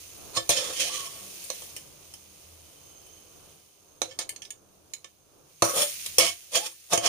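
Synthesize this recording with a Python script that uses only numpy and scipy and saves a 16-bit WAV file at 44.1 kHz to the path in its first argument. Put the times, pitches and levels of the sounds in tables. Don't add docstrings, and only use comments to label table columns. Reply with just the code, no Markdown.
import sys
import numpy as np
from scipy import signal
from scipy.fft import rfft, irfft
from scipy.io import wavfile
from scipy.ndimage import uniform_filter1d

SR = 44100
rng = np.random.default_rng(int(sys.argv[2]) if len(sys.argv) > 2 else 0)


def transcribe(signal):
    frames = np.atleast_2d(signal).T
    limited = np.clip(frames, -1, 1)
    pcm = np.round(limited * 32767).astype(np.int16)
    wavfile.write(sys.argv[1], SR, pcm)


N = 312228

# (frequency [Hz], level [dB], undamped t60 [s])
STEEL_MODES = [(112, 20.5, 0.22), (334, 0.5, 0.37), (522, 2.5, 0.23), (575, 1, 0.21), (688, 1.5, 0.34),
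               (800, -18.5, 0.43), (1088, -19.5, 0.11), (1117, 1, 0.16), (1262, 0.5, 0.087),
               (1758, -14.5, 0.34), (2220, -5, 0.14), (2585, -31, 0.093), (3114, -3.5, 0.18),
               (3240, -12, 0.29), (3620, -9.5, 0.27), (4150, -0.5, 0.085), (4180, -28, 0.39),
               (4720, -9.5, 0.2), (5030, -12.5, 0.16), (5130, -5.5, 0.17), (5320, -14, .14),
               (5430, -2, 0.09), (5420, -14.5, 0.15), (6050, -9, 0.066), (6640, -10.5, .12),
               (6800, -4, 0.071), (7490, -6.5, 0.25), (8500, -3, 0.16), (8920, -1, .08),
               (9990, -6.5, 0.064)]
# (frequency [Hz], level [dB])
RASP_EQ = [(60, -20), (110, -3), (250, 4), (600, 11), (1300, -2), (1700, -4.5), (2450, 5), (3150, 0.5),
           (3750, 0.5), (4300, 4.5), (4900, 1.5), (6000, 0.5), (10000, -0.5), (16000, -7.5)]
THUMP_HZ, BOWL_TOP_HZ, TREBLE_HZ = 200, 1600, 7800
ALIKE_HZ = 900


def knocks(crack_s=0.0011, rattle_db=-9, clack_db=-4, clack_s=0.011, bowl_ring_db=-20, favour_db=11):
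    # (time [s], level [dB], bowl thud [dB re level], top treble [dB re level], blade ring [dB re level],
    #  favoured bowl ring [Hz], low blade ring [Hz], high blade ring [Hz], rise [s], rattle t60 [s])
    hits = [(0.371, -16.5, 6, -10, -5, 1110, 3620, 6240, 0.0021, 0.017),
            (0.4908, -8.5, -1, 5.5, -20, 630, 4150, 6050, 0.0043, 0.076),
            (0.5682, -19, -15, -27, -7, 563, 3210, 5200, 0.0039, 0.088),
            (1.44, -36.5, -9, 11, -15, 358, 4570, 6590, 0.0013, 0.07),
            (1.501, -19, 0, -5, -18, 533, 4200, 6100, 0.0012, 0.021),
            (1.6194, -37.5, 8, 8.5, -11, 523, 3200, 6010, 0.0023, 0.04),
            (1.7637, -26.5, -29, 1.5, -16, 517, 2970, 5460, 0.0012, 0.055),
            (2.1378, -33.5, -4.5, 6, -18, 353, 3180, 5430, 0.0013, 0.036),
            (3.0632, -46, -13, 6.5, -14, 638, 3040, 6170, 0.002, 0.07),
            (4.0171, -17, 3, -7, -26, 597, 4030, 6180, 0.0006, 0.044),
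            (4.1098, -43, -22, -28, 2, 654, 3240, 6250, 0.003, 0.07),
            (4.1884, -18.5, -2.5, -1, -10.5, 1270, 4820, 6140, 0.0019, 0.045),
            (4.2914, -26, -47, 6, -10.5, 336, 2970, 6580, 0.00091, 0.055),
            (4.3608, -27.5, -22, -3, -24, 293, 4360, 6400, 0.002, 0.02),
            (4.419, -31.5, -39, -10, -15, 336, 3400, 5940, 0.00096, 0.08),
            (4.4503, -31.5, -35, -9, -22, 388, 3760, 5270, 0.0021, 0.042),
            (4.5043, -26, -30, 0, -20, 350, 3620, 6760, 0.0015, 0.035),
            (4.9353, -25, -22, -3, -23, 380, 4130, 6800, 0.00065, 0.038),
            (5.0438, -27.5, -5, -32, -16, 1140, 3710, 6090, 0.0016, 0.021),
            (5.6213, -9.5, 10, -4, -21, 622, 4320, 6050, 0.0011, 0.05),
            (6.0614, -19, -17.5, 2.5, -25, 1210, 3980, 5130, 0.0012, 0.024),
            (6.1828, -4.5, -4, 6, -25, 522, 3370, 5450, 0.0017, 0.054),
            (6.554, -14, -35, 0, -22.5, 560, 3190, 6900, 0.001, 0.07),
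            (6.933, -16, 7, 0, -17, 700, 3350, 6000, 0.00055, 0.092),
            (6.975, -14.5, 1, -3, -17, 692, 3030, 6500, 0.0015, 0.034),
            (7.0589, -16.5, -1.5, -27, -16, 690, 3070, 5970, 0.0013, 0.09)]
    out, t = np.zeros((2, N + SR)), np.arange(SR // 6) / SR
    for start, level_db, thud_db, top_db, blade_db, *favoured, rise_s, rattle_t60 in hits:
        over_plate = 1.3 < start < 5.3
        thump_db, damping = (-35, 0.3) if over_plate else (-11.5, 0.49)
        rise = 1 - np.exp(-t / rise_s)
        rasp = unit(colour(rng.standard_normal((2, len(t))), *np.transpose(RASP_EQ)))
        rattle = undb(rattle_db - 60 * t / rattle_t60)
        blow = rasp * rise * (np.exp(-t / crack_s) + rattle)
        gains = undb([thud_db + thump_db, thud_db, 0, top_db])
        sound = np.tensordot(gains, port_bands(blow), 1)
        for hz in favoured[1:]:
            sound += undb(clack_db) * driven_ring(blow, hz, clack_s)
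        for hz, mode_db, t60 in STEEL_MODES:
            spot = rng.standard_normal()
            near_db = favour_db * nearness(hz, favoured, width=0.054)
            ring_db = bowl_ring_db if hz < BOWL_TOP_HZ else blade_db
            lag = int(abs(spot) * 20) if hz > ALIKE_HZ else 0
            click = np.array([t == 0, t == t[lag]], float)
            ringing = rise * ring(click, hz, damping * t60)
            sound += gains[band_of(hz)] * undb(ring_db + mode_db + 2 * spot + near_db) * ringing
        i = int(start * SR)
        out[:, i:i + len(t)] += undb(level_db) * sound
    return out[:, :N]


def scrapes(hum_db=-12, blade_db=-14, groan_db=-4, grit_db=-3, favour_db=9, high_ring_hz=6080):
    # (time [s], scrape [dB], favoured bowl ring [Hz])
    strokes = [ ((1.5, -5, -12, 4150), [(0.33, -55, 994), (0.372, -29.5, 1088), (0.42, -77, 1000)]),
               ((-8, 3, -9.5, 3430), [(0.5, -20.5, 588), (0.54, -33, 507), (0.575, -31, 546),
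               (0.666, -40, 538), (0.73, -39.5, 522)]), ((-11, 0.5, -8, 3150.5), [(0.73, -39.5, 522),
               (0.8, -33, 526), (0.822, -30, 548), (0.854, -33, 706), (0.894, -36.5, 685),
               (0.9, -40.5, 1120), (0.93, -33.5, 1184), (1.07, -47, 1078), (1.28, -60.5, 566)]),
               ((7, -2, -30, 3304), [(4.04, -45, 513), (4.066, -61, 517), (4.105, -54, 510),
               (4.16, -68, 594)]), ((3.5, -1, -18, 3797), [(4.2, -32.5, 943), (4.27, -81, 530)]),
               ((5, 3.5, -0.5, 5905), [(5.63, -51, 652), (5.646, -32.5, 641), (5.728, -41.5, 550)]),
               ((6, -4.5, 1.5, 3300), [(5.728, -45.5, 569), (5.772, -32.5, 604.6), (5.834, -29.5, 597),
               (5.866, -40.5, 560), (5.92, -51, 652)]), ((-3.5, -11.5, -7, 3100.5), [(6.19, -21, 598),
               (6.22, -28, 638.5), (6.264, -29.5, 701.5), (6.326, -44.5, 680), (6.38, -68, 690)]),
               ((0.5, -6.5, -6, 3300.5), [(6.51, -51.5, 596), (6.556, -23.5, 618), (6.624, -43.5, 850),
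               (6.666, -34.5, 873), (6.692, -64, 885), (6.73, -57.5, 1055)]), ((1.5, 7.5, -7, 3651),
               [(6.89, -62, 660.6), (6.932, -24, 667.6), (6.988, -58.5, 696)]), ((9, -5, -9, 3099.5),
               [(6.988, -59, 686), (7.012, -42.5, 694), (7.066, -26.5, 714), (7.08, -29.5, 729)]), ]
    firm_db, fade_s = -31, 0.0066
    out = np.zeros((2, N + SR))
    for (bowl_start_db, bowl_end_db, firm_top_db, blade_hz), path in strokes:
        times, *columns = np.transpose(path)
        start, end = times[0], times[-1]
        t = np.arange(start, end + 1 / 8, 1 / SR)
        scrape_db, bowl_hz = (np.interp(t, times, column) for column in columns)
        favoured = bowl_hz, np.full_like(t, blade_hz), high_ring_hz
        bowl_db = np.interp(t, [start, end], [bowl_start_db, bowl_end_db])
        top_db = firm_top_db - 0.4 * (scrape_db - firm_db)
        fade = np.clip(np.minimum(t - start, end + fade_s - t) / fade_s, 0, 1)
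        gains = undb(scrape_db) * fade * undb([bowl_db - 24, bowl_db, 0 * t, top_db])
        judder = undb(1.84 * wander(66.3, len(t)))
        stutter = judder * np.array([grains(9000, scatter_db=0.57, size=len(t)) for port in range(2)])
        rasp = port_bands(colour(stutter, *np.transpose(RASP_EQ)))
        sound = sum(gain * undb(db) * unit(band) for gain, db, band in zip(gains, (0, -9, 0, 0), rasp))
        sound += gains[1] * undb(groan_db) * resonance(stutter[0], bowl_hz, width_hz=29.7)
        sound += gains[2] * undb(grit_db) * resonance(stutter, favoured[1], width_hz=510)
        for hz, mode_db, t60 in STEEL_MODES:
            near_db = favour_db * nearness(hz, favoured, width=0.037)
            spot_db = 3.5 * wander(7.7, len(t))
            shake = stutter[0] if hz < ALIKE_HZ else stutter
            held_db, damping = (hum_db, 0.52) if hz < BOWL_TOP_HZ else (blade_db, 0.56)
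            drive = shake * gains[band_of(hz)] * undb(held_db + mode_db + near_db + spot_db)
            sound += driven_ring(drive, hz, damping * t60)
        i = int(start * SR)
        out[:, i:i + len(t)] += sound
    return out[:, :N]


def resonance(shake, hz, width_hz):
    slow = signal.sosfilt(signal.butter(2, width_hz / 2, fs=SR, output="sos"), shake)
    return unit(slow * np.cos(2 * np.pi * np.cumsum(hz) / SR))


def nearness(hz, favoured, width):
    bowl_hz, low_hz, high_hz = favoured
    if hz < BOWL_TOP_HZ:
        return np.exp(-(np.log(hz / bowl_hz) / width / 2) ** 2)
    if hz < 4950:
        return np.exp(-(np.log(hz / low_hz) / width) ** 2)
    return 0.41 * np.exp(-(np.log(hz / high_hz) / width) ** 2)


def fizz():
    # (frequency [Hz], level [dB])
    fizz_eq = [(300, -13.5), (900, -10.5), (1700, -4), (2500, 8), (4000, 6.5), (6300, 6.5), (9000, 3.5),
               (12000, 2.5), (16000, 3)]
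    flicker = undb(0.58 * wander(17))
    crowds = [grains(12000, scatter_db=0.5) for port in range(2)]
    return flicker * np.array([unit(colour(pops, *np.transpose(fizz_eq))) for pops in crowds])


def whistle(t, peak_s=3.09, width_s=0.88):
    swell = np.exp(-((t - peak_s) / width_s) ** 2)
    return undb(-25.5 + 17.5 * swell) * tone(3070, width_hz=50, waver_db=2.1)


def fan_rumble(shared=0.62):
    # (frequency [Hz], level [dB])
    air_eq = [(15, -49.5), (25, 4.5), (48, -4), (68, -4.5), (86, 4), (234, -8.5), (295, -1.5), (505, -4),
              (723, -8.5), (834, -13), (1050, -15), (1170, -14.5), (1800, -29), (2340, -62.5), (3960, -120)]
    mid, side = (unit(colour(rng.standard_normal(N), *np.transpose(air_eq))) for part in range(2))
    air = np.sqrt(shared) * mid + np.sqrt(1 - shared) * np.array([side, -side])
    return undb(2.5 * wander(6)) * air


def fan_whine():
    # (frequency [Hz], width [Hz], level [dB re fan])
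    motor_tones = [(82.7, 5, -7), (105, 24, -13.5), (149, 9.3, -14), (194.5, 5.3, -15), (6220, 170, -17),
                   (6400, 13, -15.5)]
    return sum(undb(db) * tone(hz, width_hz, waver_db=4.85) for hz, width_hz, db in motor_tones)


def room(x, t60=0.15, wet_db=-4.5):
    t = np.arange(SR // 3) / SR
    tail = rng.standard_normal((2, len(t))) * undb(-60 * t / t60)
    tail /= np.sqrt(np.sum(tail[0] ** 2))
    return x + undb(wet_db) * signal.fftconvolve(x, tail, axes=1)[:, :N]


def undb(db):
    return 10 ** (np.asarray(db) / 20)


def unit(x):
    return x / np.sqrt(np.mean(x ** 2))


def colour(x, hz, db):
    grid = np.maximum(np.linspace(0, SR / 2, num=1025), 1)
    cepstrum = irfft(np.interp(np.log(grid), np.log(hz), db) * np.log(10) / 20)
    cepstrum[1:1024] *= 2
    cepstrum[1025:] = 0
    kernel = irfft(np.exp(rfft(cepstrum)))
    return signal.oaconvolve(x, np.array(kernel, ndmin=x.ndim), axes=-1)[..., :x.shape[-1]]


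def port_bands(x):
    cuts = [([THUMP_HZ / 3, THUMP_HZ], "band"), ([THUMP_HZ, BOWL_TOP_HZ], "band"),
            ([BOWL_TOP_HZ, TREBLE_HZ], "band"), (TREBLE_HZ, "high")]
    bands = np.array([signal.sosfilt(signal.butter(3, *cut, fs=SR, output="sos"), x) for cut in cuts])
    bands[:2, 1] = bands[:2, 0]
    return bands


def band_of(hz):
    return int(hz > THUMP_HZ) + int(hz > BOWL_TOP_HZ) + int(hz > TREBLE_HZ)


def ring(x, hz, t60):
    radius, angle = 1000. ** (-1 / (t60 * SR)), 2 * np.pi * hz / SR
    return signal.lfilter([0, radius * np.sin(angle)], [1, -2 * radius * np.cos(angle), radius ** 2], x)


def driven_ring(x, hz, t60):
    return ring(x, hz, t60) / np.sqrt(t60 * SR / 20)


def wander(rate, size=N):
    hold = int(SR / rate)
    steps = np.repeat(rng.standard_normal(size // hold + 1), hold)
    return uniform_filter1d(uniform_filter1d(steps, hold), hold)[:size] * np.sqrt(2)


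def grains(rate, scatter_db, size=N):
    clicks = (rng.random(size) < rate / SR) * rng.standard_normal(size)
    return unit(clicks * undb(scatter_db * rng.exponential(size=size)))


def tone(hz, width_hz, waver_db):
    t60 = np.log(1000) / np.pi / width_hz
    return undb(waver_db * wander(3.74)) * unit(ring(rng.standard_normal(N), hz, t60))


def scene():
    # (time [s], fizz [dB], fan [dB])
    faders = [(0.0, -47, -52), (0.32, -47.5, -50.5), (1.15, -45.5, -52), (1.55, -41.5, -53.5),
              (1.72, -47, -51), (1.88, -52, -54.5), (2.23, -53, -56), (3.5, -55.5, -52),
              (3.73, -59.5, -61.5), (3.98, -61.5, -57.5), (4.58, -64, -57.5), (5.4, -63, -57.5),
              (5.56, -57.5, -58), (5.93, -37, -58), (6.16, -41, -51.5), (6.38, -48.5, -60.5),
              (6.88, -52.5, -64)]
    t = np.arange(N) / SR
    times, *columns = np.transpose(faders)
    fizz_db, fan_db = (np.interp(t, times, column) for column in columns)
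    whistling = whistle(t)
    low_cut = signal.butter(2, 87, "high", fs=SR, output="sos")
    steel = room(signal.sosfilt(low_cut, knocks() + scrapes()))
    return steel + undb(fizz_db) * (fizz() + whistling) + undb(fan_db) * (fan_rumble() + fan_whine())


def record(dry, top_hz=16400):
    # (frequency [Hz], left [dB], right [dB])
    port_eq = [(100, -9, -9), (700, -4, -3.5), (1570, -0.5, 2.5), (2930, -7.5, 0.5), (4970, -4.5, 1.5),
               (6820, -14, 7.5), (6900, -20, 3.5), (7950, -1.5, -1.5), (8700, 8.5, -19), (9620, 7, -7.5),
               (11130, 7, -22), (12480, -2, 1), (14000, -4.5, 2.5), (16000, -47, 13.5), (15600, -51, 12),
               (15300, -58, -40)]
    hz, *gains_db = np.transpose(port_eq)
    ports = np.array([colour(x, hz, db) for x, db in zip(dry, gains_db)])
    return signal.sosfilt(signal.ellip(10, .2, 60, top_hz, fs=SR, output="sos"), ports)


dry = scene()
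out = record(dry)
transcribe(out)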